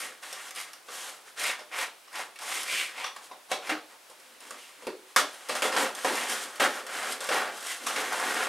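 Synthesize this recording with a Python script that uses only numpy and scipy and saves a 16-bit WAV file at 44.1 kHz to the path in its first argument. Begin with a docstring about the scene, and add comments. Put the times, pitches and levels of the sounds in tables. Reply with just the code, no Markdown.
"""In a small room a blade is sawn through the tape and cardboard of a large box.
Tearing fibres, random clicks of uneven strength, scrape in a band that moves with the stroke and
rub the board; finer ones fizz above, coarser jolts drum the hollow box. Snaps of tape and knocks
are noise bursts that ring the modes of the box; one squeak, panel booms and low thuds join them.
Sparse echoes carry all but the thuds through the room, over the steady hiss of the camera."""
import sys
import numpy as np
from scipy import signal
from scipy.fft import rfft, irfft
from scipy.io import wavfile
from scipy.ndimage import uniform_filter1d

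SR = 44100
rng = np.random.default_rng(int(sys.argv[2]) if len(sys.argv) > 2 else 0)


def int16_out(signal):
    """Quantize to a 16-bit WAV file."""
    q = np.round(np.clip(np.atleast_2d(signal).T, -1, 1) * 32767)
    wavfile.write(sys.argv[1], SR, q.astype(np.int16))


N = 373968  # length in samples


def gain_of(db):
    """Decibels to an amplitude factor."""
    return 10 ** (np.asarray(db) / 20)


def evened(x):
    """Scales to rms 1."""
    return x / np.sqrt(np.mean(x ** 2) + 1e-20)


def read(points, hz):
    """Reads a table on a log-frequency axis."""
    f, value = np.transpose(points)
    return np.interp(np.log(hz + 1), np.log(f + 1), value)


def add(mix, s, sound):
    """Mixes a sound in at time s."""
    part = mix[round(s * SR):][:len(sound)]
    part += sound[:len(part)]


def coloured(x, points):
    """Causal filter with the given spectrum, unit energy: the phase follows from the log gain."""
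    hz = abs(np.fft.fftfreq(8192, 1 / SR))
    log_gain = np.log(gain_of(np.maximum(read(points, hz), -100)))
    taps = np.fft.ifft(np.exp(np.conj(signal.hilbert(log_gain)))).real[:4096]
    return signal.oaconvolve(x, taps / np.linalg.norm(taps))[:len(x)]


# Pushes of the blade and rubs of a hand. Each row: start, rise, hold and fall in seconds,
# scrape level in dB before the mix, centre of the scrape in Hz,
# then hollow drumming, rubbed board and fizz in dB relative to the scrape.
STROKES = [ (0, 0.00079, 0.056, 0.21, -38, 2020, -14.5, -10.5, -2.5),
           (.215, 0.019, .26, .08, -44.5, 1700, -29, -6.5, -1),
           (.54, 0.045, 0.019, 0.25, -38, 2090, -31, -10, -1.5),
           (0.861, 0.089, 0.14, 0.24, -43.5, 1660, -19, -3.5, 3),
           (1.24, .04, 0.012, 0.13, -50.5, 1692, -14, -7.5, -2),
           (1.362, 0.049, 0.073, .11, -33.5, 2030, -40, -12, -0.5),
           (1.4, 0.062, 0.047, 0.12, -28.5, 2180, -30, -11, -8),
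           (1.57, .02, 0.017, 0.12, -46.5, 1800, -13, -1, -7),
           (1.705, 0.035, 0.026, .11, -36, 2040, -34, -8.5, -12.5),
           (1.732, 0.066, 0.041, 0.11, -30.5, 2100, -44, -6.5, -5.5),
           (2.11, 0.062, 0.048, 0.14, -36.5, 1880, -19, -4.5, -5.5),
           (2.387, 0.035, 0.075, 0.12, -41.5, 1910, -34, -0.5, -2),
           (2.42, .11, 0.061, 0.35, -34.5, 2010, -26, -10, 0),
           (2.64, 0.092, 0.086, 0.22, -28, 2420, -46, -26, -6),
           (2.929, 0.065, 0.082, .11, -36.5, 2347, -24, -5, -10),
           (3.15, .015, .02, 0.13, -53, 1490, -11, 3, -1), (3.2, .04, .03, .08, -54, 1600, -12, -2, 4),
           (3.29, 0.024, .01, 0.11, -56, 1300, -1, 8, -19), (3.49, 0.032, .02, 0.13, -41, 1610, -9, 2.5, 2),
           (3.6, 0.088, .03, .05, -37.5, 2020, -17, -6, -8),
           (3.693, .002, 0.023, 0.12, -25.5, 1700, -13, -7.5, -18),
           (3.86, 0.065, .01, 0.098, -52, 1630, -12, -1, -6),
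           (4.06, 0.054, .01, .11, -58.5, 1550, -11, 3, 2),
           (4.15, 0.054, .17, .05, -60, 1770, -4, -8, -1.5),
           (4.401, 0.025, 0.14, 0.17, -50.5, 1830, -7, -3.5, -1.5),
           (4.55, 0.048, 0.014, 0.57, -48, 2640, -25, -12, -3),
           (4.76, 0.089, .01, 0.045, -54, 1690, .1, .1, -1),
           (4.867, .002, 0.017, 0.086, -41, 2030, 3, 1.5, -15),
           (5.05, 0.058, .01, 0.22, -57, 1950, -19, -4, -1),
           (5.164, 0.0016, 0.032, 0.12, -24.5, 1510, -25, -6.5, -2),
           (5.25, .04, .19, 0.06, -49, 1570, -29, -5, -1.5),
           (5.477, .025, 0.024, 0.2, -34, 2030, -9, -3.5, -3.5),
           (5.55, .005, .02, 0.22, -32, 1720, -17, -8, -5),
           (5.621, 0.0015, 0.044, 0.21, -28.5, 1600, -6, -4, -3),
           (5.72, 0.0088, .03, .11, -33, 1550, -8, -4, -6),
           (5.764, .002, 0.068, .19, -27.5, 1640, -4.5, -1.5, -3),
           (5.94, 0.033, .08, .05, -40, 1600, -15, -6, -1.2),
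           (6.047, 0.0013, 0.054, 0.2, -31, 1800, -1, -1.7, -3),
           (6.099, 0.056, 0.066, 0.56, -32, 1990, -11, -4.5, -3),
           (6.268, 0.037, 0.013, 0.47, -35, 1640, -8.5, -7.5, 2.5),
           (6.38, 0.048, 0.016, 0.057, -40.5, 1600, -15, -12, 2.5),
           (6.5, .07, 0.02, 0.018, -45, 1410, -54, -10, -3.3),
           (6.596, 0.0038, 0.054, 0.12, -22, 1420, -9.5, -4.5, -8.5),
           (6.68, 0.034, 0.076, 0.22, -38, 1500, -11, -4.5, -4.5),
           (6.85, 0.1, 0.092, 0.33, -33.5, 1550, -14, -6.5, -6),
           (7.029, 0.081, 0.023, 0.16, -35.5, 1830, -7.5, -6.5, -0.5),
           (7.206, 0.0048, 0.097, .05, -38, 1536, -17.5, -4.5, -2.5),
           (7.288, 0.044, 0.031, 0.37, -25.5, 1530, -15, -4.5, -9.5),
           (7.5, .05, 0.099, 0.093, -49, 1730, -11, -20, 5.5),
           (7.598, 0.12, 0.0071, 0.21, -36.5, 1740, -37, -10, 2.5),
           (7.78, 0.06, .04, .05, -43, 1570, -3.5, -4, 0),
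           (7.86, 0.0069, .03, 0.4, -34, 1680, -14, -3, -0.5),
           (7.921, 0.087, 0.0081, 0.083, -29, 1610, -9, -5, -6),
           (8.03, 0.016, 0.04, 0.31, -33.5, 1550, -11, -6, -5),
           (8.11, 0.019, 0.081, 0.36, -32.5, 1540, -14, -2, -5),
           (8.2, 0.062, .19, 0.24, -30.5, 1550, -10, -5, -6)]
# Stretch of the fall time. In order: scrape, hollow, board, fizz, as factors.
FALL_STRETCH = np.array([0.97, 0.89, 1.15, 0.8])
# Shift of the moment each layer starts to fall, board and fizz early, hollow last.
# In order: scrape, hollow, board, fizz, in seconds.
FALL_LAG_S = np.array([-0.002, 0.01, -0.0049, -0.0046])
BITE_DB, FALL_DB = -20.5, -31.5  # level at first touch, and after the fall time, relative to the hold
SAG_OCTAVES_PER_DB = 0.03  # the scrape sinks in pitch as the blade slows


def effort():
    """Every stroke bites, swells, holds and falls away; gives four layer gains and the scrape pitch."""
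    power = np.full((4, N), 1e-12)
    pitch = np.full(N, 1e-12 * 1700)  # rests at 1700 Hz; the louder stroke pulls the pitch its way
    for start, rise, hold, fall, db, hz, *others_db in STROKES:
        at, rise, fall = round(start * SR), max(rise, .001), max(fall, .02)
        t = np.arange(min(N - at, round((rise + hold + 3 * fall) * SR))) / SR
        bite_db = BITE_DB * np.maximum(1 - t / rise, 0) ** 2
        falling_s = np.maximum(t - rise - hold - FALL_LAG_S[:, None], 0)
        shape_db = bite_db + FALL_DB * falling_s / (fall * FALL_STRETCH[:, None])
        level_db = db + np.array([0, *others_db])[:, None]
        layers = gain_of(level_db + shape_db) ** 2
        power[:, at:at + len(t)] += layers
        pitch[at:at + len(t)] += layers[0] * hz * 2 ** (SAG_OCTAVES_PER_DB * shape_db[0])
    return np.sqrt(power), pitch / power[0]


def fibres(per_s, spread_db, grip_db):
    """Fibres break at random with uneven strength; the blade grips and slips, so loudness clumps."""
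    size = gain_of(spread_db * np.minimum(rng.exponential(1, N), 5)) * rng.choice([-1., 1.], N)
    # noise smoothed at 40 Hz is the grip
    grip = evened(signal.lfilter([1], [1, -np.exp(-2 * np.pi * 40 / SR)], rng.standard_normal(N)))
    breaks = rng.random(N) < per_s / SR
    return evened(size * breaks * gain_of(grip_db * grip))


def resonate(x, hz, width_hz):
    """A moving resonance: shifts the curve hz down to zero, smooths, and shifts back."""
    turn = np.exp(2j * np.pi * np.cumsum(hz) / SR)
    r = np.exp(-np.pi * width_hz / SR)
    return 2 * (turn * signal.lfilter([1 - r], [1, -r], x / turn)).real


# Spectrum of the fizz and of the treble ticks. Each row: frequency in Hz, density in dB per Hz.
FIZZ = [(1760, -17.5), (3000, 0.5), (3260, 1.5), (3570, -2), (4730, -4), (8760, -1.5), (12500, -10.5),
        (15100, -24.5), (16000, -60)]
# Spectrum of a crack of tape. Each row: frequency in Hz, density in dB per Hz.
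CRACK = [(290, -52), (500, -11), (719, -32), (868, -67), (1020, 0), (1360, 1), (1520, -7.5), (1650, -1.5),
         (6000, -10.5), (7800, -112), (13200, -120)]
# Spectrum of the rubbed board. Each row: frequency in Hz, density in dB per Hz.
BOARD = [(240, -23), (400, -6.5), (570, 4), (663, 1), (757, 12.5), (928, 17.5), (1600, -4.5), (2080, -34),
         (3520, -120)]
# Spectrum of the air inside the box. Each row: frequency in Hz, density in dB per Hz.
HOLLOW = [(24, -79), (40, -55), (156, -30), (178, -4.5), (273, 1), (311, -9.5), (520, 3), (680, -19),
          (1140, -120)]


def strokes():
    """One tearing scrapes in a moving band and rubs the board; a finer one fizzes; jolts drum the box."""
    gains, hz = effort()
    tear = fibres(per_s=6000, spread_db=1.0, grip_db=1.5)
    scrape = evened(resonate(resonate(tear, hz, width_hz=1040), hz, width_hz=4300))
    fine_tear = fibres(per_s=7000, spread_db=-2.0, grip_db=0.5)
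    fizz = evened(coloured(tear + 14.0 * fine_tear, FIZZ))
    board_ring = evened(drummed(tear, panel_hz=644, reach_octaves=1.0))
    board = evened(coloured(tear, BOARD)) + 0.043 * board_ring
    push = fibres(per_s=750, spread_db=1.0, grip_db=-1.5)  # the hand shakes the whole box in coarser jolts
    box_ring = evened(drummed(push, panel_hz=302, reach_octaves=0.88))
    hollow = evened(coloured(push, HOLLOW)) + 0.72 * box_ring
    # now and then a strand of tape pops
    burst = rng.standard_normal(400) * np.exp(-np.arange(400) / SR / 0.0053)
    pops = evened(signal.oaconvolve(fibres(per_s=30, spread_db=2.0, grip_db=-2.0), burst)[:N])
    fizz = fizz + gain_of(-8) * evened(coloured(pops, FIZZ))
    scrape = scrape + gain_of(-15) * evened(coloured(pops, CRACK))
    return (gains * [scrape, evened(hollow), evened(board), fizz]).sum(0)


# Modes of the cardboard panels. Each row: frequency in Hz, strength in dB relative to one another.
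BOX = [(240, 6), (284, -1), (308, -3), (340, -13), (378, 3), (425, 3), (490, 6.5), (545, 4), (592, 9.5),
       (660, -3.5), (747, 9), (860, -17), (1005, 7)]


def drummed(x, panel_hz, reach_octaves):
    """Sends a force into the box; the modes near the pitch of the panel struck ring most."""
    t, ring = np.arange(SR // 4) / SR, 0
    for hz, db in BOX:
        t60 = .28 * (300 / hz) ** 1.9  # cardboard damps the higher modes sooner
        near_db = -6 * (np.log2(hz / panel_hz) / reach_octaves) ** 2
        ring = ring + gain_of(db + near_db - 60 * t / t60) * np.sin(2 * np.pi * hz * t)
    return signal.oaconvolve(x, ring / np.linalg.norm(ring))[:len(x)]


# Snaps of tape and knocks on the box. Each row: start in seconds, crack and box ring in dB
# before the mix, pitch of the panel struck in Hz, treble tick in dB before the mix.
SNAPS = [(.2329, -33, -48, 730, -59), (0.328, -28, -40, 760, -33.5), (0.5084, -30.5, -48, 786, -37.5),
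         (0.5602, -32, -52, 934, -35), (0.733, -36.5, -62, 904, -39.5), (.886, -30, -40.5, 483, -57),
         (1.373, -34, -52, 800, -51), (1.3967, -23.5, -55, 848, -32), (1.593, -29, -39.5, 556, -53),
         (1.715, -38, -47, 700, -67), (2.078, -37, -62, 538, -63), (2.156, -24.5, -59, 826, -38),
         (2.3585, -33, -59, 382, -48), (2.389, -28, -58, 950, -41.5), (3.043, -16.5, -36, 840, -41),
         (3.1632, -30, -39.5, 1010, -44), (3.3136, -32, -35, 960, -60), (3.5158, -10.5, -19.5, 770, -27.5),
         (3.6946, -22, -26, 775, -36), (4.099, -56, -45, 510, -49), (4.4046, -44, -53, 802, -46),
         (4.5075, -29, -39, 520, -38), (4.8235, -42, -39.5, 453, -52), (4.8691, -27.5, -22.5, 410, -36),
         (5.1621, -4.5, -17, 990, -16), (5.3424, -49, -47, 780, -43), (5.4946, -15, -25, 550, -37),
         (5.5522, -24, -27.5, 770, -32), (5.6213, -14.5, -24.5, 540, -24.5), (5.6528, -32, -22, 740, -49),
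         (5.7224, -17.5, -35, 544, -42), (5.7639, -12, -21, 1010, -46), (5.9505, -48, -43, 1000, -35),
         (6.0465, -16, -18, 900, -32.5), (6.3186, -22, -33, 870, -30.5), (6.604, -14, -18.5, 474, -46),
         (6.8665, -27, -43, 999, -39.5), (7.206, -33, -35.5, 557, -32), (7.2896, -15.5, -23.5, 580, -34),
         (7.8683, -16.5, -34, 840, -30), (7.9612, -16, -49, 900, -33.5)]
CRACK_S, TICK_S = 0.0027, .0016  # decay to 1/e


def snaps():
    """Each blow is a dying noise burst and a treble tick, both opened by a click, and a push on the box."""
    crack, ring, tick = np.zeros((3, N))
    t = np.arange(SR // 4) / SR
    bursts = rng.standard_normal((len(SNAPS), 2, len(t)))
    push = np.exp(-t / .0001)
    click = t == 0
    for (s, crack_db, ring_db, panel_hz, tick_db), burst in zip(SNAPS, bursts):
        add(crack, s, gain_of(crack_db) * (4.2 * click + burst[0] * np.exp(-t / CRACK_S)))
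        add(tick, s, gain_of(tick_db) * (3.1 * click + burst[1] * np.exp(-t / TICK_S)))
        add(ring, s, gain_of(ring_db) * drummed(push, panel_hz, reach_octaves=0.27))
    return coloured(crack, CRACK), coloured(tick, FIZZ), ring


# The blade squeaks once on the tape. One row: peak level in dB before the mix, pitch in Hz,
# time from the peak down to 1/e in ms.
SQUEAK = (-32, 2000, 14)
SQUEAK_S = 7.71  # moment of the peak


def squeak():
    """A brief whistle of the rubbing blade: a sine with a wavering pitch under a bell-shaped swell."""
    db, hz, ms = SQUEAK
    t = np.arange(N) / SR
    waver = evened(uniform_filter1d(rng.standard_normal(N), size=300))
    whistle = np.sin(2 * np.pi * np.cumsum(hz + 40 * waver) / SR)
    return gain_of(db) * whistle * np.exp(-((t - SQUEAK_S) * 1000 / ms) ** 2)


# A wide panel flexes and sings on nearly one mode. Each row: start in seconds,
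# level in dB before the mix, pitch in Hz, swell in seconds.
BOOMS = [(3.7138, -17.5, 313, 0.0038), (4.871, -22, 380, .008), (5.202, -24.5, 284, 0.018),
         (5.785, -16, 284, .015)]
BOOM_DAMP_DB_PER_S = -40  # a hand damps the singing panel, on top of its own decay


def booms():
    """A panel swells into its note and is damped again."""
    out, t = np.zeros(N), np.arange(SR // 4) / SR
    for s, db, panel_hz, swell in BOOMS:
        rise = 1 - np.exp(-(t / swell) ** 2)
        fade = np.cos(2 * np.pi * t) ** .5  # reaches silence after a quarter second
        shape = rise * gain_of(db + BOOM_DAMP_DB_PER_S * t) * fade
        add(out, s, shape * drummed(1. * (t == 0), panel_hz, reach_octaves=.045))
    return out


# Low thuds under some of the hard blows. Each row: start in seconds,
# level in dB before the bass is thinned.
THUDS = [(4.869, -29), (5.622, -36), (6.6, -28), (1.43, -42), (5.163, -26.5)]
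THUD_HZ, THUD_S = 80, .012  # pitch, decay to 1/e


def thuds():
    """A short low thud: a dying sine."""
    out, t = np.zeros(N), np.arange(SR // 5) / SR
    for s, db in THUDS:
        add(out, s, gain_of(db) * np.sin(2 * np.pi * THUD_HZ * t) * np.exp(-t / THUD_S))
    return out


# Decay of the room. Each row: frequency in Hz, time to fall by 60 dB in seconds.
ROOM = [(200, 0.35), (530, 0.38), (1390, 0.22), (3680, 0.35), (9700, 0.2)]


def room(x):
    """Sparse echoes of random sign, one in every 20 samples, each band dying at its own speed; two tails."""
    taps = np.zeros((2, SR // 2))
    at = np.arange(80, SR // 2 - 20, 20)
    at = at + rng.integers(0, 20, (2, len(at)))
    np.put_along_axis(taps, at, rng.choice([-1., 1.], at.shape), 1)
    taps[1] *= 1 - np.exp(-np.arange(SR // 2) / SR / 0.0018)  # echoes from the sides build up later
    hz, t, z = signal.stft(taps, SR, nperseg=256)
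    tail = signal.istft(z * gain_of(-60 * t / read(ROOM, hz)[:, None]), SR, nperseg=256)[1]
    tail = tail / np.linalg.norm(tail, axis=1)[:, None]
    return signal.oaconvolve(x[None], tail, axes=1)[:, :N]


# Spectrum of the hiss. Each row: frequency in Hz, density in dB per Hz.
HISS = [(18, -52), (30, 8), (287, -7), (426, -5), (666, -1.5), (1430, -2.5), (2750, -4.5), (2980, -5.5),
        (3870, -6), (6550, -9.5), (7090, -9.5), (9460, -8), (16000, -18.5)]
HISS_DB = -55  # rms before the stereo and microphone filters


def hiss():
    """Steady noise of the camera and the quiet room, two unrelated draws."""
    return gain_of(HISS_DB) * np.array([coloured(v, HISS) for v in rng.standard_normal((2, N))])


# First echoes of cracks and ticks off table and wall. Each row: delay in ms, level in dB re direct.
BOUNCES = [(2.6, -6), (4.4, -4)]
# Stereo spread of the echoes. Each row: frequency in Hz, side level in dB re the middle.
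ECHO_SPREAD = [(60, -20), (250, -25), (1000, -14), (3000, -14.5), (5500, -8), (8000, -10.5), (10500, -21.5),
               (13000, -48)]
# Stereo spread of the hiss. Each row: frequency in Hz, side level in dB re the middle.
HISS_SPREAD = [(60, -3), (200, -2.5), (500, -3.5), (3000, -7), (6000, -8), (9000, -18), (13000, -33)]


def scene():
    """Nearly mono: a strong middle and a weak side of echoes and hiss, narrow in the treble."""
    cut = strokes() + squeak()
    crack, tick, ring = snaps()
    boom = booms()
    # what each source sends into the room
    sent = gain_of(5) * boom + gain_of(-10.5) * cut
    sent = sent + gain_of(-7.5) * crack + gain_of(1.5) * tick + gain_of(5.0) * ring
    echoes, noise = room(sent), hiss()
    # what arrives directly; the booms come mostly this way
    sharp = gain_of(-11.5) * crack + gain_of(2.5) * tick
    bounced = sum(gain_of(db) * np.roll(sharp, round(ms * SR / 1000)) for ms, db in BOUNCES)
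    direct = thuds() + gain_of(17) * boom + gain_of(-2.5) * cut + sharp + gain_of(3.0) * ring
    mid = direct + bounced + echoes[0] + noise[0]
    hz = np.fft.rfftfreq(N, 1 / SR)
    side_echoes = rfft(echoes[1]) * gain_of(read(ECHO_SPREAD, hz))
    side_noise = rfft(noise[1]) * gain_of(read(HISS_SPREAD, hz))
    side = irfft(side_echoes + side_noise, N)
    return np.array([mid + side, mid - side])


# Microphones thin in the bass. Each row: frequency in Hz, response in dB before scaling to unit energy.
MICROPHONE = [(30, -33), (70, -30), (110, -22.5), (160, -13.5), (220, -10.5), (300, -0.5)]
EDGE_HZ = 15850  # upper band limit of the camera


def record(dry):
    """The microphones lose the bass; then a steep low-pass sets the band limit of the camera."""
    thin = np.array([coloured(v, MICROPHONE) for v in dry])
    low_pass = signal.firwin(511, EDGE_HZ, window=("kaiser", 9), fs=SR)
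    return signal.oaconvolve(thin, low_pass[None], "same")


dry = scene()
out = record(dry)
int16_out(out)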